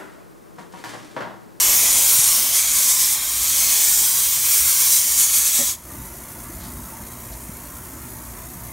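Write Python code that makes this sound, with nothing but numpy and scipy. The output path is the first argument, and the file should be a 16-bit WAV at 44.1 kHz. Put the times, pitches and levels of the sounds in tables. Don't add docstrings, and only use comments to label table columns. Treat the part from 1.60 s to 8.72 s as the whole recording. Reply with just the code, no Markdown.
import sys
import numpy as np
from scipy import signal
from scipy.fft import rfft, irfft, next_fast_len
from scipy.io import wavfile
from scipy.ndimage import uniform_filter1d, minimum_filter1d, map_coordinates

SR = 44100
rng = np.random.default_rng(int(sys.argv[2]) if len(sys.argv) > 2 else 0)


def materialize(psi):
    bounded = np.clip(np.atleast_2d(psi).T, -1, 1)
    quanta = np.round(bounded * 32767).astype(np.int16)
    wavfile.write(sys.argv[1], SR, quanta)


N = 313992


def amp(db):
    return 10 ** (np.asarray(db) / 20)


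def unit(x):
    return x / np.sqrt(np.mean(x ** 2) + 1e-20)


def clock():
    return np.arange(N) / SR


def curve(rows):
    s, values = np.transpose(rows)
    return np.interp(clock(), s, values)


def wobble(rate_hz):
    knots = rng.standard_normal(int(N * rate_hz / SR) + 4)
    return map_coordinates(knots, [np.arange(N) * rate_hz / SR])


def filtered(x, response):
    size = next_fast_len(N + SR // 2)
    spectrum = rfft(x, size) * response(np.fft.rfftfreq(size, 1 / SR))
    return irfft(spectrum, size)[..., :N]


def noise(colour):
    f, db = np.transpose(colour)
    return unit(filtered(rng.standard_normal(N), lambda hz: amp(np.interp(np.log(hz + 1), np.log(f), db))))


def patchy(x, depth_db, bins, frames):
    z = signal.stft(x, nperseg=1024)[2]
    field = rng.standard_normal(z.shape)
    field = uniform_filter1d(field, int(bins), 0)
    field = uniform_filter1d(field, int(frames), 1)
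    return unit(signal.istft(z * amp(depth_db * unit(field)))[1][:N])


def steam():
    # frequency in Hz, relative level in dB per Hz.
    hiss_colour = [(1500, -35.5), (3100, -15.5), (4900, -6.5), (5700, 0), (6800, 1), (8400, 0.5),
                   (11400, -4.5), (13200, -2.5), (15600, -1.5)]
    plume_colour = [(210, -45), (400, -13), (620, -9), (1050, -6), (1500, -5), (2200, 0), (3300, 0),
                    (4500, 0), (7000, -22.5)]
    # time in seconds, level in dB.
    aim = [(0.0, -16.5), (0.618, -15.0), (0.881, -20), (1.122, -18.5), (1.157, -17), (1.514, -19.5),
           (1.591, -25), (1.721, -24), (1.968, -17.5), (2.239, -17.3), (2.832, -21.0), (2.964, -17),
           (3.125, -18), (4.05, -20)]
    sizzle_level = [(0.001, -24.6), (0.175, -19), (0.307, -28), (0.529, -19), (0.611, -27), (0.807, -22.5),
                    (1.092, -31), (1.158, -26.3), (1.514, -24.5), (1.588, -30.5), (2.02, -23.5),
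                    (2.485, -22.5), (2.87, -24.8), (2.91, -20.5), (3.427, -25.5), (4.051, -28)]
    plume_level = [(0.0, -26), (0.564, -27), (0.949, -30), (1.16, -28.7), (1.689, -33.5), (1.998, -29),
                   (2.493, -30), (2.812, -32.3), (2.943, -27.6), (3.375, -33), (4.05, -32.5)]
    hiss_gain_db, sizzle_gain_db, plume_gain_db = 6, 11.5, 5.5
    sizzle_flare_share, plume_flare_share = 0.43, 0.54
    sizzle_power, plume_power = 1.3, 0.96

    flare_db, flow = flares(), valve()
    full_hiss = patchy(noise(hiss_colour), depth_db=2.5, bins=4, frames=24)
    sizzle = filtered(full_hiss, lambda hz: 1 / (1 + np.exp(np.clip((12500 - hz) / 300, -50, 50))))
    hiss = unit(full_hiss - sizzle)
    plume = patchy(noise(plume_colour), depth_db=2.5, bins=3, frames=22)

    hiss_db = hiss_gain_db + curve(aim) + flare_db
    sizzle_db = sizzle_gain_db + curve(sizzle_level) + sizzle_flare_share * flare_db
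    plume_db = plume_gain_db + curve(plume_level) + plume_flare_share * flare_db
    blast = amp(hiss_db) * flow * hiss
    blast += amp(sizzle_db) * flow ** sizzle_power * unit(sizzle)
    blast += amp(plume_db) * flow ** plume_power * plume
    sputter_db = 0.27 * wobble(70) + 0.43 * wobble(21.88)
    return corner(amp(sputter_db) * blast, echo_db=-9.5, spread_s=.014)


def flares():
    # start in seconds, hold in seconds, rise in dB.
    flare_rows = [(0.922, 0.05, 4), (1.273, 0.0052, 3), (1.38, 0.042, 2.5), (1.793, 0.025, 1.5),
                  (3.184, 0.065, 3), (3.29, 0.055, 4.5), (3.565, 0.04, 5), (3.718, 0.026, 4.5),
                  (3.845, 0.0, 4.5), (3.921, 0.039, 2)]
    attack_s, release_s = 0.029, 0.033
    total_db = np.zeros(N)
    for start_s, hold_s, rise_db in flare_rows:
        corners_s = start_s + np.cumsum([0, attack_s, hold_s, release_s])
        total_db += rise_db * np.interp(clock(), corners_s, [0, 1, 1, 0])
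    return total_db


def valve():
    shut_s, closing_s = 4.18, 0.086
    seat_power = 1.5
    drain_db, drain_db_per_s = -25.5, 130
    opening = np.clip((shut_s - clock()) / closing_s, 0, 1)
    trickle = amp(drain_db - drain_db_per_s * np.maximum(clock() - shut_s, 0))
    return np.maximum(opening ** seat_power, trickle)


def corner(x, echo_db, spread_s, count=14):
    # centre in Hz, Gaussian width in Hz, gain in dB.
    colouring = [(1082, 91, 5.5), (2170, 92, 2.5), (2500, 27, 1), (2890, 180, -3), (3240, 180, 3),
                 (5100, 140, -0.9), (6300, 60, 1.5), (6930, 180, 0.5), (7630, 270, -2), (9440, 750, 1.5),
                 (10400, 226, -3), (11390, 620, 4)]
    delays_s = rng.uniform(.001, spread_s, count)
    signs = rng.choice([-1, 1], count)
    taps = np.bincount((delays_s * SR).astype(int), signs) * amp(echo_db) / np.sqrt(count)
    taps[0] = 1
    echoed = signal.fftconvolve(x, taps / np.linalg.norm(taps))[:N]

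    def response(hz):
        return amp(sum(db * np.exp(-.5 * ((hz - f) / width) ** 2) for f, width, db in colouring))

    return filtered(echoed, response)


def spill():
    # frequency in Hz, relative level in dB per Hz.
    roar_colour = [(15, -14.5), (40, 4.5), (150, -6.5), (400, -5), (700, -4), (1300, -12), (4000, -50)]
    start_db, sag_db_per_s = -32.5, 11
    fade_start_s, fade_db_per_s = 0.84, 60
    level_db = start_db - sag_db_per_s * clock()
    level_db -= fade_db_per_s * np.maximum(clock() - fade_start_s, 0)
    return amp(level_db + 1.6 * wobble(14)) * noise(roar_colour)


def pedal():
    # resonance in Hz, width in Hz, gain in dB.
    resonances = [(160, 48, -6), (240, 23, 1.5), (374, 43, -5.5), (557, 17, 3.5), (749, 51, -14),
                  (1044, 40, -14), (1860, 51, -3)]
    start_s, length_s = 3.989, .045
    first_hz, last_hz = 249.2, 170.3
    slip_db, fade_db = 18.2, 4
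    travel = np.clip((clock() - start_s) / length_s, 0, 1)
    moving = (travel > 0) * (travel < 1)
    rate_hz = (first_hz + (last_hz - first_hz) * travel) * moving
    uneven = np.exp(.3 * wobble(250))
    slips = np.diff(np.ceil(np.cumsum(rate_hz * uneven) / SR), prepend=0)
    level_db = slip_db - fade_db * travel + 1.9 * wobble(200)

    def body(f):
        return sum(amp(db) * 1j * f * w / (c * c - f * f + 1j * f * w) for c, w, db in resonances)

    return filtered(slips * amp(level_db), body)


def fingers():
    # centre in seconds, Gaussian width in seconds, centre frequency in Hz, level in dB.
    rubs = [(5.052, 0.036, 4000, -47), (5.737, .012, 4800, -45.5)]
    total = np.zeros(N)
    for centre_s, width_s, hz, db in rubs:
        swell = np.exp(-.5 * ((clock() - centre_s) / width_s) ** 2)
        grain = unit(amp(2.5 * wobble(400)))
        scratch = noise([(hz / 3, -30), (hz * 0.83, -2), (hz * 1.2, 0), (hz * 3, -25)])
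        total += amp(db) * swell * grain * scratch
    return total


def bumps():
    # centre in seconds, pitch in Hz, level in dB of the sine ahead of its envelope.
    bump_rows = [(.592, 130, -23), (5.897, 188.7, -26)]
    total = np.zeros(N)
    for centre_s, hz, db in bump_rows:
        cycles = (clock() - centre_s) * hz
        total += amp(db) * np.sin(2 * np.pi * cycles) * np.exp(-2 * cycles ** 2)
    return total


def bath():
    # frequency in Hz, relative level in dB per Hz.
    fizz_colour = [(1650, -24), (2800, -16.5), (4510, -12), (4910, -12.5), (6460, -4.5), (7520, -4.5),
                   (9750, -3.5), (10400, -4.5), (11300, -3), (13700, -4), (15700, -5.5)]
    mains_hz = 60
    phase = 2 * np.pi * mains_hz * clock() - 1.9
    surge_power = np.maximum(1 + 0.5 * np.cos(phase) + .17 * np.cos(2 * phase + 1.8), 0)
    fizz = patchy(noise(fizz_colour), depth_db=1.55, bins=5.6, frames=16)
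    fizz *= np.sqrt(surge_power) * amp(0.8 * wobble(70))
    return corner(amp(-38.5) * fizz, echo_db=-10.0, spread_s=0.013)


def fan():
    # frequency in Hz, relative level in dB per Hz.
    air_colour = [(15, -41), (25, -23), (59, 3), (96, -5.5), (129, -5.5), (209, -7.5), (352, -8.5),
                  (447, -19.5), (592, -14.5), (738, -14), (800, -23.5), (884, -10.5), (1490, -19.5),
                  (2050, -19.5), (3000, -31), (3900, -62), (6600, -120)]
    # frequency in Hz, mid level in dB.
    hum_tones = [(60, -48), (120, -49), (237, -49.5)]
    surge_s, surge_width_s, surge_rise_db = 5.15, 0.057, 4
    air = amp(-39.0) * patchy(noise(air_colour), depth_db=2.5, bins=2, frames=9)
    rumble = filtered(air, lambda hz: 1 / (1 + (hz / 420) ** 8))
    surge_db = surge_rise_db * np.exp(-.5 * ((clock() - surge_s) / surge_width_s) ** 2)
    bass_gain = amp(surge_db + 0.3 + 1.1 * wobble(14))
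    hum = np.zeros(N)
    for hz, db in hum_tones:
        level = amp(db + 2.5 * wobble(4.4))
        hum += level * np.sin(2 * np.pi * hz * clock() + .5 * wobble(5.4))
    return air + (bass_gain - 1) * rumble + hum


def scene():
    mono = steam() + spill() + pedal() + fingers() + bumps() + bath() + fan()
    return np.array([mono, mono])


def gain_control(x, threshold_db, most_db, release_s):
    power = uniform_filter1d(x[0] ** 2, SR // 50)
    level_db = 10 * np.log10(np.abs(power) + 1e-12)
    needed_db = -np.clip(level_db - threshold_db, 0, most_db)
    span = int(release_s * SR) | 1
    held_db = minimum_filter1d(needed_db, span, origin=span // 2)
    return x * amp(uniform_filter1d(held_db, span, origin=span // 2))


def record(dry):
    top_hz = 15750
    levelled = gain_control(dry, threshold_db=-19.0, most_db=6.5, release_s=0.095)
    return filtered(levelled, lambda hz: hz < top_hz)


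dry = scene()
out = record(dry)
materialize(out)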